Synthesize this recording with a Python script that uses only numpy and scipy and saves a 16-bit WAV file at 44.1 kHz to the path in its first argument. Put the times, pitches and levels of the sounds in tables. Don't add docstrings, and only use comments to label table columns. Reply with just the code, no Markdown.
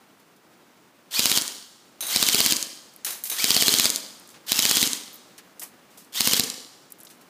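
import sys
import numpy as np
from scipy import signal
from scipy.fft import rfft, irfft
from scipy.io import wavfile
from scipy.ndimage import uniform_filter1d

SR = 44100
rng = np.random.default_rng(int(sys.argv[2]) if len(sys.argv) > 2 else 0)


def boost_factor(decibels):
    exponent = np.asarray(decibels, float) / 20
    return 10 ** exponent


def to_wav(s):
    ch = np.atleast_2d(s).T
    pcm = np.round(np.clip(ch, -1, 1) * 32767)
    wavfile.write(sys.argv[1], SR, pcm.astype(np.int16))


N = 321489
TIME = np.arange(N) / SR

# pitch_hz, relative_level_db
AIR_COLOUR = [(18, -48), (30, -27.5), (197, -2.5), (341, -3.5), (369, -5.5), (455, -7.5), (691, -9.5),
              (1330, -11), (1720, -14), (13600, -28), (15500, -21.5)]
AIR_DB, TURNED_AIR_DB = -56.5, 3.5
# time_s, turn (0-1)
CAMERA_TURN = [(0, 0.18), (1.5, 0), (2.2, 0.53), (3, 0.97), (5.6, 1), (6.4, 0.23), (7.29, 1)]

# start_s, level_db, pitch_hz, decay_s (time to fall 60 dB)
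SHORT_TICKS = [(2.937, -38, 11000, .012), (2.962, -25, 12500, 0.0063), (4.197, -37, 12000, 0.018),
               (4.275, -32, 10000, 0.0084), (4.29, -35, 7900, .02), (4.302, -40, 9000, .02),
               (5.13, -27, 14000, 0.013), (5.14, -29, 13900, 0.043), (5.155, -33, 13600, 0.057),
               (5.595, -28, 9800, 0.067), (5.633, -23, 12100, 0.031), (6.046, -44, 9000, .03),
               (6.903, -44, 11000, .05), (6.921, -26, 12000, 0.02), (6.986, -40, 12100, 0.016),
               (6.992, -38, 10000, .011), (7.002, -29, 12000, 0.011), (7.008, -41, 7800, 0.067),
               (7.033, -28, 13000, .012), (7.049, -37.5, 9900, 0.058), (7.069, -36, 4000, 0.056),
               (7.078, -42, 7000, .02), (7.09, -43, 10000, 0.027)]
# start_s, level_db, pitch_hz, rise_s, decay_s (60 dB)
CLOSE_RUSTLES = [(.195, -52, 9000, .003, .06), (0.361, -52, 9000, .003, 0.05),
                 (4.299, -48, 9000, .004, .19), (4.34, -38.5, 2200, .0065, 0.15),
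                 (5.378, -34, 6800, 0.0041, 0.057), (5.385, -37.5, 1790, .004, 0.1),
                 (5.613, -31, 9900, 0.0037, 0.19), (5.616, -32.5, 1170, 0.0025, 0.17),
                 (5.902, -56, 7000, .003, 0.38), (5.972, -44, 9000, 0.0019, .31),
                 (7.098, -44, 6000, .0027, .19), (7.209, -45, 6900, .0045, 0.067)]
TICK_RISE_S, TICK_WIDTH, RUSTLE_WIDTH = 0.00036, 1, 2.64
EDGE_HZ = 16100

# pitch_hz, level_db, decay_s (60 dB)
YARD_TAIL = [(260, -6, 0.57), (530, -3, 0.73), (1040, -1, 0.7), (1860, -2, 0.56), (4000, -12.5, 1),
             (6000, -10.5, 1), (9000, -7.5, 0.7), (13000, -8.5, 0.43)]
# delay_s, level_db, pitch_hz, smear_s (60 dB), bass_level_db
WALL_ECHOES = [(.0094, -5, 4300, .001, -10), (.039, -9, 5500, .003, -8), (.046, -11, 9000, .004, -12),
               (.146, -21, 5000, .002, -22), (.207, -26, 7000, .004, -27), (.251, -24, 3000, .001, -27)]
# delay_s, level_db, pitch_hz, smear_s (60 dB), bass_level_db
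HOUSE_ECHO = [(.104, -5.5, 8350, 0.0014, -15.5)]
ECHO_WIDTH = 1.18
HOUSE_RANGE_DB = 7
SHIELD_DB = -5.5

# start_s, level_db, decay_s (60 dB), brightness_db (per octave), ring_db
PELLET_STRIKES = [(2.007, -32, 0.62, 1.5, 9), (2.067, -28.5, 0.84, 3, 0.5), (3.047, -23, .35, 3.5, -7),
                  (3.106, -29, .25, 4, -7), (3.238, -26.5, 0.27, 7, -13), (3.298, -24.5, 0.39, 3.5, -0.5)]
# pitch_hz, width_hz, level_db
SHEET_MODES = [(3880, 200, -5), (6300, 130, -3), (9000, 130, -2), (10000, 200, -7), (12650, 180, -3)]
KNOCK_T60_S, RING_T60_S = .05, 0.9
SHIVER_DB = -9.5
ECHO_LATE_S, ECHO_DB, ECHO_DULLER_DB = .0165, -6, 3.5

# pulled_s, released_s, spin_up_s (time constant), crack_treble_db (gain at the microphone)
TRIGGER_PULLS = [(1.105, 1.382, 0.043, -29), (2.072, 2.526, 0.053, 0.5), (3.35, 3.874, 0.041, -11),
                 (4.462, 4.863, 0.055, -19.5), (6.121, 6.371, 0.059, 8)]
# first_shot_s, shots (count), time_lost_s (while gaining speed), last_shot_delay_s (while coasting)
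SHOT_BURSTS = [(1.1942, 4, .007, 0), (2.1617, 7, .0109, .0027), (3.443, 8, .0072, 0), (4.52, 6, .0188, 0),
               (6.2075, 4, .012, .0037)]
CYCLE_S, STILL_LOST = .05799, .265
MESH_HARMONICS = [-6.5, -7, -14, -18]
# pitch_hz, relative_level_db
GRIND_COLOUR = [(59, -57), (100, -26), (2040, -12.5), (2580, -14), (3180, -3), (3770, -7.5), (4460, -6),
                (8230, -9.5), (8950, -11.5), (10200, -14), (12600, -11.5), (14500, -10), (15500, -17)]
MESH_HZ, SAG, COAST_S = 3315, .13, 0.016
MOTOR_DB = -22.5
# pitch_hz, decay_s (60 dB), level_db
BODY_MODES = [(283, .025, -26), (453, 0.035, -30), (690, 0.032, -31.5), (1080, 0.0068, -32),
              (1850, 0.0038, -47.5), (4300, 0.0075, -14), (5360, 0.0042, -25), (6840, 0.0052, -16),
              (8150, 0.0013, -13.5), (15300, 0.0013, -3.5)]


def level(x, db):
    return x * boost_factor(db) / np.sqrt(np.mean(x ** 2))


def band(x, hz, width):
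    hz = min(hz, SR / 3)
    return signal.lfilter(*signal.iirpeak(hz, hz / np.clip(width, 1, SR / 3), SR), x)


def colour(x, points):
    hz, db = np.transpose(points)
    bins = np.fft.rfftfreq(len(x), 1 / SR) + 1
    gain = boost_factor(np.interp(np.log(bins), np.log(hz), db))
    return irfft(rfft(x) * gain, len(x))


def fade(t, t60):
    return (t >= 0) * np.exp(-np.log(1000) * np.maximum(t, 0) / t60)


def add(out, x, s):
    i = int(round(s * SR))
    out[i:i + len(x)] += x[:len(out) - i]


def walk(rate):
    k = int(SR / rate)
    steps = np.repeat(rng.standard_normal(N // k + 1), k)
    return level(uniform_filter1d(steps, k)[:N], 0)


def air():
    hiss = level(colour(rng.standard_normal(N), AIR_COLOUR), AIR_DB)
    return hiss * boost_factor(.4 * walk(5) + .8 * walk(60))


def burst(hz, width, rise, t60, grain_db):
    t = np.arange(int(.2 * SR)) / SR
    noise, loudness = rng.standard_normal((2, len(t)))
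    envelope = (1 - np.exp(-t / rise)) * fade(t, t60)
    grains = noise * boost_factor(grain_db * loudness) * envelope
    width_hz = min(width * hz, 2 * (EDGE_HZ - hz))
    return band(band(grains, hz, width_hz), hz, width_hz)


def ticks():
    out = np.zeros(N)
    for s, db, hz, t60 in SHORT_TICKS:
        add(out, boost_factor(db) * burst(hz, TICK_WIDTH, TICK_RISE_S, t60, grain_db=2.5), s)
    for s, db, hz, rise, t60 in CLOSE_RUSTLES:
        add(out, boost_factor(db) * burst(hz, RUSTLE_WIDTH, rise, t60, grain_db=4.5), s)
    return out


def yard():
    t, tail = np.arange(SR) / SR, np.zeros(SR)
    facets = boost_factor(2.6 * rng.exponential(size=SR))
    for hz, db, t60 in YARD_TAIL:
        glints = level(rng.standard_normal(SR) * facets, 0)
        build_up = 1 - np.exp(-t / 0.044)
        decay = fade(t, t60) * build_up / np.sqrt(t60 * SR / 2 / np.log(1000))
        tail += boost_factor(db) * band(band(glints, hz, 1.1 * hz), hz, 1.17 * hz) * decay
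    return tail


def mirror(walls):
    t, echoes = np.arange(SR // 2) / SR, np.zeros(SR // 2)
    click = 1. * (t == 0)
    for delay, db, hz, smear, bass_db in walls:
        width = ECHO_WIDTH * hz
        scatter = click + boost_factor(-14) * rng.standard_normal(len(t)) * fade(t - 1 / SR, smear)
        add(echoes, boost_factor(db) * band(band(scatter, hz, width), hz, width), delay)
        add(echoes, boost_factor(bass_db) * band(click, 326.0, 540.0), delay)
    return echoes


def rattles():
    out, t = np.zeros(N), np.arange(int(.3 * SR)) / SR
    for s, db, t60, tilt_db, ring_db in PELLET_STRIKES:
        swarms = (
            (0, 0, KNOCK_T60_S, 0),
            (0, SHIVER_DB, t60, 0),
            (ECHO_LATE_S, ECHO_DB, t60, ECHO_DULLER_DB))
        for late, gain_db, decay, duller_db in swarms:
            noise, loudness = rng.standard_normal((2, len(t)))
            knocks = noise * boost_factor(5.3 * loudness) * fade(t, decay)
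            ring = sum(boost_factor(d) * band(knocks, hz, w) * np.sqrt(2000 / w) for hz, w, d in SHEET_MODES)
            hiss = band(knocks, 3700.0, 14700.0)
            sound = boost_factor(ring_db) * ring * fade(t, RING_T60_S) + hiss
            slope_db = tilt_db - duller_db
            tilted = colour(sound, [(500, -4 * slope_db), (16000, slope_db)])
            add(out, boost_factor(db + gain_db) * tilted, s + late)
    return out


def shot_times():
    times = []
    for first, count, lost, coast in SHOT_BURSTS:
        k = np.arange(count)
        drag = lost * (1 - STILL_LOST ** k)
        times.append(first + CYCLE_S * k + drag + coast * (k == count - 1))
    return np.concatenate(times)


def motor():
    speed = np.zeros(N)
    for pull, release, spin, _ in TRIGGER_PULLS:
        spin_up = 1 - np.exp(-np.maximum(TIME - pull, 0) / spin)
        speed += spin_up * np.exp(-np.maximum(TIME - release, 0) / COAST_S)
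    shots = shot_times()
    stroke = np.minimum(0.42 * np.diff(shots, prepend=0), .061)
    coming = np.minimum(np.searchsorted(shots, TIME), len(shots) - 1)
    drawn = 1 - (shots[coming] - TIME) / stroke[coming]
    engaged = uniform_filter1d(1. * (drawn > 0) * (drawn < 1), size=120)
    load = uniform_filter1d(engaged * drawn, size=300)
    mesh_hz = MESH_HZ * speed * (1 - SAG * load + .012 * walk(220))
    phase = 2 * np.pi * np.cumsum(mesh_hz) / SR
    whine = sum(boost_factor(db + 3.8 * walk(130)) * np.sin((k + 1) * phase) for k, db in enumerate(MESH_HARMONICS))
    whine = band(band(whine, 3700., 3600.), 3700., 3600.)
    whine = whine * boost_factor(9 * (engaged - 1))
    grind = level(colour(rng.standard_normal(N) * boost_factor(2.7 * walk(900)), GRIND_COLOUR), 0)
    return boost_factor(MOTOR_DB) * speed * (whine + boost_factor(2.1 * (engaged - 1.5)) * grind)


def piston():
    muzzle, body, lead = np.zeros(N), np.zeros(N), .008
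    t = np.arange(int(.05 * SR)) / SR - lead
    crack = -t / 3.2e-5 * np.exp(.5 - .5 * (t / 3.2e-5) ** 2)
    crack = crack + boost_factor(-6) * np.roll(crack, int(.00045 * SR))
    crack = crack - uniform_filter1d(crack, size=25)
    thump = boost_factor(-31.5) * np.cos(2 * np.pi * 290 * t) * np.exp(-.5 * ((t + 0.0014) / 0.0018) ** 2)
    after = t - .00015
    for s in shot_times():
        ring_db, detune = rng.standard_normal((2, len(BODY_MODES)))
        noise = rng.standard_normal(len(t))
        ring = np.zeros(len(t))
        for (hz, t60, db), r, e in zip(BODY_MODES, ring_db, detune):
            tone = np.sin(2 * np.pi * hz * (1 + 0.074 * e) * after)
            ring += boost_factor(db + 5.0 * r) * tone * fade(after, t60)
        rush = boost_factor(-13) * np.exp(np.minimum(t, 0) / .002) * fade(np.maximum(t, 0), .016)
        add(muzzle, crack + thump + ring, s - lead)
        add(body, rush * band(noise, 6200.0, 14700.0), s - lead)
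    return muzzle, body


def scene():
    turn = np.clip(np.interp(TIME, *np.transpose(CAMERA_TURN)), 0, 1)
    pulls, _, _, treble_db = np.transpose(TRIGGER_PULLS)
    treble = boost_factor(treble_db)[np.maximum(np.searchsorted(pulls, TIME) - 1, 0)]
    (muzzle, body), tail = piston(), yard()
    echoes, house = mirror(WALL_ECHOES), mirror(HOUSE_ECHO)
    metal, works = rattles(), body + motor()
    gun = muzzle + works
    to_walls = muzzle + boost_factor(SHIELD_DB) * works
    walls = signal.fftconvolve(to_walls, echoes)[:N]
    house_gain = boost_factor(HOUSE_RANGE_DB * (turn - 0.5))
    walls = walls + house_gain * signal.fftconvolve(to_walls, house)[:N]
    scattered = signal.fftconvolve(gun + boost_factor(-6.5) * metal, tail)[:N]
    direct = gun + (treble - 1) * band(muzzle, 14400., 3500.) + metal
    return (direct + walls + scattered + ticks() + boost_factor(TURNED_AIR_DB * turn) * air())[None]


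def roll_off(x):
    return signal.sosfilt(signal.butter(12, 16490, fs=SR, output="sos"), x)


def record(dry):
    low_cut = signal.butter(1, 130, "high", fs=SR, output="sos")
    top_cut = signal.ellip(8, .2, 36, 15250, fs=SR, output="sos")
    mix = signal.sosfilt(top_cut, signal.sosfilt(low_cut, dry))
    return roll_off(np.clip(mix, -1, 1))


dry = scene()
out = record(dry)
to_wav(out)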